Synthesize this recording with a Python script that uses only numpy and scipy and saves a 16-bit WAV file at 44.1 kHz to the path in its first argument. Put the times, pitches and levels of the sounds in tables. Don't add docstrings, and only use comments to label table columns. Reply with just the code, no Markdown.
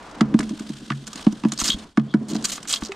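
import sys
import numpy as np
from scipy import signal
from scipy.fft import rfft, irfft, next_fast_len
from scipy.io import wavfile
from scipy.ndimage import map_coordinates

SR = 44100
rng = np.random.default_rng(int(sys.argv[2]) if len(sys.argv) > 2 else 0)


def ratio(d):
    e = np.asarray(d, float) / 20
    return 10 ** e


def log_audio(samples):
    frames = np.atleast_2d(samples).T
    limited = np.clip(frames, -1, 1)
    pcm = np.round(limited * 32767).astype(np.int16)
    wavfile.write(sys.argv[1], SR, pcm)


N = 130095

# frequency in Hz, level in dB.
RUMBLE_COLOUR = [(15, -6), (45, 0), (110, -9), (250, -84)]
# start in seconds, peak level in dB.
JOLTS = [
    (0.389, -27),
    (1.621, -23),
    (1.741, -20.5),
    (2.82, -26),
]
# frequency in Hz, likeness from 0 to 1.
LIKENESS = [(400, 0.93), (1500, 0.76), (6000, 0.8), (12000, 0.83)]
# time in seconds, shifting, dull rustle and fine rustle in dB.
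UNREST = [(0, -47.5, -43.5, -55.5), (.19, -42, -42.5, -56.5), (.24, -28.5, -45, -65.5),
          (.42, -31, -53.5, -50), (0.622, -43.5, -51.5, -50), (0.862, -43, -64, -48.5),
          (1.041, -45, -60, -55), (1.2, -42.5, -45, -44), (1.35, -42.5, -53, -55), (1.701, -34, -54, -47),
          (1.839, -42.5, -50, -52.5), (1.946, -54, -73, -64.5), (2.05, -35, -53.5, -62.5),
          (2.237, -34, -57, -60.5), (2.33, -27, -46.5, -46.5), (2.62, -45, -55, -51.5),
          (2.95, -42.5, -46, -54)]
# frequency in Hz, level in dB.
DULL_RUSTLE_COLOUR = [(220, -8), (380, -4), (1030, -1), (2100, -12.5), (3290, -20), (6000, -25.5),
                      (7800, -31.5), (13200, -120)]
# frequency in Hz, level in dB.
FINE_RUSTLE_COLOUR = [(900, -13), (1500, -1), (2200, -9), (3200, -0.5), (9500, -12), (13000, -24),
                      (15500, -61)]
# start in seconds, peak level in dB, damping factor (no unit).
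KNOCKS = [(0.209, -1, 0.83), (0.341, 1, 1.3), (0.392, -12, 0.44), (0.504, -17.5, 0.53), (0.529, -17.5, 2),
          (0.601, -20.5, 0.5), (0.696, -15, 1.2), (0.824, -29.5, 1.8), (0.903, -17, 0.76),
          (1.152, -23, 1.26), (1.265, 1.5, 1.37), (1.323, -18.5, 1.05), (1.358, -30, 1.8),
          (1.434, -14, 1.2), (1.449, -2.5, 1.06), (1.523, -19.5, 1.2), (1.614, -20.5, 1.1),
          (1.688, -19.5, 1.1), (1.74, -23.5, 1), (1.974, -2.5, 0.93), (2.14, -1.5, 0.92),
          (2.326, -19, 0.67), (2.348, -14.5, 0.84), (2.362, -23, 0.77), (2.821, -18, 0.85)]
# frequency in Hz, level in dB, 60 dB fade in seconds.
WALL_TONES = [(185.4, -32, 0.78), (220.06, -1.5, 0.23), (232.4, 0.5, .1), (266.5, 2.5, 0.051),
              (290, -4.5, 0.086), (325, -40, 0.45), (624, -19, 0.058), (405, -7, 0.034), (728, -29, 0.1),
              (972, -18.5, 0.046)]
# start in seconds, level in dB.
SWAYS = [(0.213, -12), (0.346, -20.5), (.699, -22.5), (0.902, -10.5), (1.324, -29), (1.451, -17),
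         (1.975, -9.5), (2.142, -14.5), (2.351, -27)]
# start in seconds, level in dB, pitch in Hz, 60 dB fade in seconds.
CLAW_TAPS = [
    (2.893, -19, 392, 0.14),
]
# start in seconds, peak level in dB, pitch in Hz.
SHELL_TAPS = [(0.208, -9.5, 1000), (0.341, -22.5, 775), (0.389, -24.5, 1150), (0.404, -22.5, 1530),
              (0.428, -31.5, 1980), (0.902, -16, 1290), (0.919, -22.5, 1730), (1.193, -30.5, 1000),
              (1.266, -23.5, 960), (1.436, -23.5, 890), (1.449, -21.5, 970), (1.519, -24.5, 1230),
              (1.614, -21, 1020), (1.973, -15.5, 1680), (1.996, -29, 1190), (2.139, -18, 1230),
              (2.352, -24, 700), (2.579, -27.5, 1510), (2.653, -33.5, 1720), (2.821, -24, 1050),
              (2.919, -24.5, 2700)]
# frequency in Hz, level in dB.
DULL_COLOUR = [(300, -41), (700, 3), (1200, 5), (1800, -0.5), (3400, -2.5), (9250, -22), (15000, -59)]
# start in seconds, peak level in dB.
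TICKS = [(0.39, -11), (0.4918, -21), (0.5943, -19), (0.6916, -23), (1.0683, -19.5), (1.0752, -13.5),
         (1.1303, -17), (1.1564, -16), (1.3232, -23), (1.5193, -8.5), (1.534, -16), (1.5732, -34),
         (1.7845, -24), (2.6279, -19.5), (2.9188, -25), (.111, -32), (.407, -20.5), (.43, -25),
         (1.484, -25)]
# frequency in Hz, level in dB.
BRIGHT_COLOUR = [(290, -38), (500, -1.5), (843, -11), (1020, 2), (2070, -4.5), (3250, 1), (7210, 2.5),
                 (12100, -13.5), (16400, -57.5)]
# start in seconds, length in seconds, level in dB, change in dB.
STROKES = [(1.588, 0.034, -28.5, 0), (1.615, .02, -34.5, -4), (1.64, 0.067, -29.5, -3.5),
           (1.701, 0.047, -40.5, -4), (2.284, 0.033, -47.5, 6.5), (2.344, 0.016, -36.5, -11),
           (2.44, 0.021, -28, 1), (2.463, 0.047, -47, 14.5), (2.516, 0.066, -29.5, -18.5),
           (2.675, 0.014, -34, -7), (2.688, 0.063, -32, -1.5), (2.744, 0.051, -37.5, -10.5),
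           (2.804, 0.074, -49, -3.5)]
# start in seconds, peak level in dB, pitch in Hz.
CATCHES = [(0.2083, -14, 4150), (1.5762, -14.5, 5270), (1.5874, -13, 5100), (1.5914, -19, 5870),
           (1.6002, -7, 6590), (1.6085, -21, 6480), (1.6142, -12, 6200), (1.6369, -12, 4380),
           (1.6415, -9.5, 6700), (1.6567, -21, 7250), (1.672, -15, 6920), (1.6785, -4.5, 4960),
           (1.6826, -13, 5870), (1.6869, -5, 3750), (2.2842, -21.5, 9500), (2.3156, -24, 6900),
           (2.3336, -22, 4230), (2.3461, -35, 7290), (2.3537, -21, 5300), (2.3632, -17.5, 4100),
           (2.408, -38, 5720), (2.4244, -24, 5530), (2.4448, -15, 6440), (2.4478, -9, 8500),
           (2.4529, -5.5, 6000), (2.456, -24, 6290), (2.4844, -18, 9360), (2.4904, -22, 7740),
           (2.4966, -17, 3600), (2.5197, -20, 6390), (2.5338, -17, 7430), (2.556, -23, 7360),
           (2.6741, -18.5, 6800), (2.6848, -15, 7600), (2.6934, -14, 6300), (2.6977, -9.5, 8000),
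           (2.7048, -18, 4460), (2.7074, -13.5, 7200), (2.713, -16, 6790), (2.7262, -5.5, 7800),
           (2.73, -19, 3500), (2.7376, -2, 3460), (2.7583, -11, 3530), (2.8195, -40, 3660),
           (2.8346, -17, 4500), (2.8492, -17.5, 4700), (2.8573, -17, 4650), (2.8664, -24.5, 5000),
           (2.8847, -28, 4980)]
# frequency in Hz, level in dB.
TEETH_TONES = [(4330, 2.5), (4800, 1), (5280, -6), (6000, -1), (6700, 4), (7300, 3), (7890, -1), (9380, 0),
               (11800, -1)]
# frequency in Hz, level in dB.
ARM_TONES = [(3240, 0), (3400, -4), (3470, -6), (3640, -5), (3775, -7), (4126, -8), (4380, -4), (5290, -11),
             (6290, -13), (6620, -11)]
# start in seconds, peak level in dB.
SNAPS = [(1.702, -9.5), (2.6997, -24), (2.7117, -21.5), (2.7308, -10.5), (2.738, -27), (2.7502, -27),
         (2.7604, -17), (2.768, -24.5)]
# frequency in Hz, 60 dB fade in seconds.
BOX_ECHO = [(300, 0.2), (1000, 0.097), (4000, 0.042), (14000, 0.049)]
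# frequency in Hz, level in dB.
SPREAD_COLOUR = [(1500, -41), (5000, -7), (9000, -16.5), (13000, 0.5)]
# frequency in Hz, level in dB.
MIC_COLOUR = [(9700, 1), (10200, -8.5), (14500, 1.5), (16400, -21)]


def unit(x):
    return x / np.sqrt(np.mean(x ** 2) + 1e-20)


def seconds_axis(length):
    return np.arange(length) / SR


def along(points, hz):
    f, value = np.transpose(points)
    return np.interp(np.log(hz + 1), np.log(f + 1), value)


def wobble(rate):
    knots = rng.standard_normal(int(N * rate / SR) + 4)
    return map_coordinates(knots, [np.arange(N) * rate / SR])


def filtered(x, response):
    m = next_fast_len(N + SR // 2)
    return irfft(rfft(x, m) * response(np.fft.rfftfreq(m, 1 / SR)), m)[..., :N]


def causal(points):
    level = ratio(along(points, np.fft.rfftfreq(2048, 1 / SR)))
    cepstrum = irfft(np.log(level + 1e-6))
    cepstrum[1:1024] *= 2
    cepstrum[1025:] = 0
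    click = irfft(np.exp(rfft(cepstrum)))[:1024]
    return click / np.linalg.norm(click)


def through(x, answer):
    return signal.fftconvolve(x, answer)[:N]


def add(track, s, sound):
    part = track[max(round(s * SR), 0):][:len(sound)]
    part += sound[:len(part)]


def ring(hz, db, t60, seconds):
    t = seconds_axis(int(seconds * SR))
    return ratio(db[:, None] - 60 * t / t60[:, None]) * np.sin(2 * np.pi * hz[:, None] * t)


def tone(hz, db, t60, rise_s):
    t = seconds_axis(SR // 2)
    return ratio(db - 60 * t / t60) * (1 - np.exp(-t / rise_s)) * np.sin(2 * np.pi * hz * t)


def rush(spectrum):
    def shares(hz):
        turn = np.arccos(np.clip(along(LIKENESS, hz), -1, 1)) / 2
        return ratio(along(spectrum, hz)) * np.array([np.cos(turn), np.sin(turn)])

    mid, side = filtered(rng.standard_normal((2, N)), shares)
    return unit(np.array([mid + side, mid - side]))


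def unrest(column):
    rows = np.transpose(UNREST)
    return np.interp(seconds_axis(N), rows[0], rows[column])


def bursts(events, colour, trim_db, t60):
    out, t = np.zeros(N), seconds_axis(SR // 10)
    for s, db in events:
        noise = rng.standard_normal(len(t))
        add(out, s, ratio(db + trim_db - 60 * t / t60) * (1 - np.exp(-t / 0.0019)) * noise)
    return through(out, causal(colour))


def pitched_bursts(events, colour, trim_db, t60, sharpness, broad_db):
    out, t = np.zeros(N), seconds_axis(2048)
    f = np.fft.rfftfreq(len(t), 1 / SR)
    envelope = ratio(-60 * t / t60) * (1 - np.exp(-t / 0.00058))
    for s, db, hz in events:
        burst = rng.standard_normal(len(t)) * envelope
        width = 1j * f * hz / sharpness
        peak = width / (hz * hz - f * f + width)
        add(out, s, ratio(db + trim_db) * irfft(rfft(burst) * (peak + ratio(broad_db))))
    return through(out, causal(colour))


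def camera():
    level_db = -59.5 + 0.32 * (unrest(1) + 47.5) + 3.3 * wobble(4.56)
    out = ratio(level_db) * rush(RUMBLE_COLOUR)[0]
    for s, db in JOLTS:
        add(out, s, tone(47.2, db + 1.0, t60=0.07, rise_s=0.0041))
    return out


def dull_rustle():
    return ratio(unrest(2) + 0.98 * wobble(25.65)) * rush(DULL_RUSTLE_COLOUR)


def leg_rustle():
    return ratio(unrest(3) + 2.9 * wobble(140)) * rush(FINE_RUSTLE_COLOUR)


def knocks():
    push_s, lag_s, trim_db = 0.0033, 0.00244, -7
    scatter_db, detune, slap_db = 1.4, 0.016, 0.5
    slap_hz, slap_s, slap_width_s = 235.8, 0.0064, 0.0033
    out, t = np.zeros(N), seconds_axis(SR // 2)
    hz, mode_db, t60 = np.transpose(WALL_TONES)
    push = 1 - np.exp(-(t / push_s) ** 2)
    slap = np.exp(-((t - slap_s) / slap_width_s) ** 2) * np.sin(2 * np.pi * slap_hz * t)
    for s, db, damping in KNOCKS:
        level_change, pitch_change = rng.standard_normal((2, len(WALL_TONES)))
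        tones = ring(hz * (1 + detune * pitch_change), mode_db + scatter_db * level_change,
                     t60 / max(damping, .3), .5).sum(0)
        add(out, s + lag_s, ratio(db + trim_db) * push * tones)
        add(out, s + lag_s, ratio(db + trim_db + slap_db) * slap)
    return out


def shifting():
    hz, mode_db, t60 = np.transpose(WALL_TONES)
    nudges = rng.standard_normal(N) * ratio(3.2 * wobble(39.99))
    hum = through(nudges, ring(hz, mode_db, t60 / 1.5, 0.45).sum(0))
    return ratio(unrest(1)) * unit(hum)


def box():
    out = knocks() + shifting()
    for s, db in SWAYS:
        add(out, s, tone(138, db, t60=0.3, rise_s=0.022))
    for s, db, hz, t60 in CLAW_TAPS:
        add(out, s, tone(hz, db - 5.5, t60, rise_s=0.00082))
    wall_cut_hz = 94
    return filtered(out, lambda f: (1j * f / (1j * f + wall_cut_hz)) ** 4)


def inside(x):
    hz, _, noise = signal.stft(rng.standard_normal((2, SR // 4)), SR, nperseg=128)
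    _, t, _ = signal.stft(np.zeros(SR // 4), SR, nperseg=128)
    fading = noise * ratio(-60 * t / along(BOX_ECHO, hz)[:, None])
    tail = signal.istft(fading, SR, nperseg=128)[1]
    delayed = np.pad(x, (40, 0))[None]
    return signal.fftconvolve(delayed, tail / np.linalg.norm(tail[0]), axes=1)[:, :N]


def spread(x):
    t = seconds_axis(SR // 50)
    scatter = rng.standard_normal(len(t)) * np.exp(-t / 0.003)
    scattered = through(x, scatter / np.linalg.norm(scatter))
    return filtered(scattered, lambda hz: ratio(along(SPREAD_COLOUR, hz))) * np.array([[1], [-1]])


def shell_taps():
    return pitched_bursts(SHELL_TAPS, DULL_COLOUR, trim_db=1.0, t60=0.021, sharpness=2.83, broad_db=-4.5)


def leg_ticks():
    return bursts(TICKS, BRIGHT_COLOUR, trim_db=-6.5, t60=0.021)


def arms():
    hz, db = np.transpose(ARM_TONES)
    t60 = .039 * (hz[1] / hz) ** 2.1
    t = seconds_axis(int(.1 * SR))
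    answer = ring(hz, db, t60, .1).sum(0) * (1 - np.exp(-t / .0004))
    return answer / np.linalg.norm(answer)


def teeth():
    hz, db = np.transpose(TEETH_TONES)
    answer = ring(hz, db, np.full(len(hz), 0.011), .05).sum(0)
    return answer / np.linalg.norm(answer)


def swish():
    brush = np.exp(-((seconds_axis(N) - 2.11) / .03) ** 2) * rng.standard_normal(N)
    return through(ratio(-51) * brush, arms())


def scrape():
    grit_per_s, grit_db, clump_db, edge_s = 6000, 2.5, 1.8, .004
    t, pressure = seconds_axis(N), np.zeros(N)
    for s, length, db, fade_db in STROKES:
        edges = np.clip(np.minimum(t - s, s + length - t) / edge_s, 0, 1)
        pressure += ratio(db + fade_db * (t - s) / length) * edges
    chance, direction, size = rng.random((3, N))
    grains = (chance < grit_per_s / SR) * np.sign(direction - .5) * ratio(-grit_db * np.log(1 - .96 * size))
    rough = unit(unit(grains) + 0.65 * rng.standard_normal(N))
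    grit = pressure * rough * ratio(clump_db * wobble(120))
    shell = ratio(-3.5) * through(grit, causal(BRIGHT_COLOUR))
    return shell + ratio(-1.5) * through(grit, teeth()) + ratio(-12.5) * through(grit, arms())


def catches():
    return pitched_bursts(CATCHES, BRIGHT_COLOUR, trim_db=-5, t60=0.019, sharpness=3.23, broad_db=-10.5)


def snaps():
    bounce_s, shrink, loss_db = .0163, .7, 5
    out, t = np.zeros(N), seconds_axis(SR // 50)
    first_s, first_db = SNAPS[0]
    hits = list(SNAPS)
    for k in range(1, 6):
        delay_s = bounce_s * (1 - shrink ** k) / (1 - shrink)
        hits.append((first_s + delay_s, first_db - loss_db * k))
    for s, db in hits:
        add(out, s, ratio(db + .5) * np.exp(-t / 0.0017) * rng.standard_normal(len(t)))
    return through(out, arms()) + ratio(-13) * through(out, causal(BRIGHT_COLOUR))


def scene():
    background = dull_rustle() + leg_rustle()
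    walls = box()
    low = (walls + camera()) * ratio([[-.15], [.15]])
    sharp = shell_taps() + leg_ticks() + swish() + scrape() + catches() + snaps()
    echo = ratio(-9) * inside(sharp) + ratio(-28.0) * inside(walls)
    leaning = sharp * ratio([[-1], [1]])
    return background + low + echo + leaning + spread(sharp)


def low_pass(x):
    return signal.sosfilt(signal.butter(12, 16460, fs=SR, output="sos"), x)


def record(dry):
    x = filtered(dry, lambda hz: ratio(along(MIC_COLOUR, hz)))
    ceiling = .82
    mix = x / (1 + np.abs(x / ceiling) ** 10) ** (1 / 10)
    return low_pass(mix)


dry = scene()
out = record(dry)
log_audio(out)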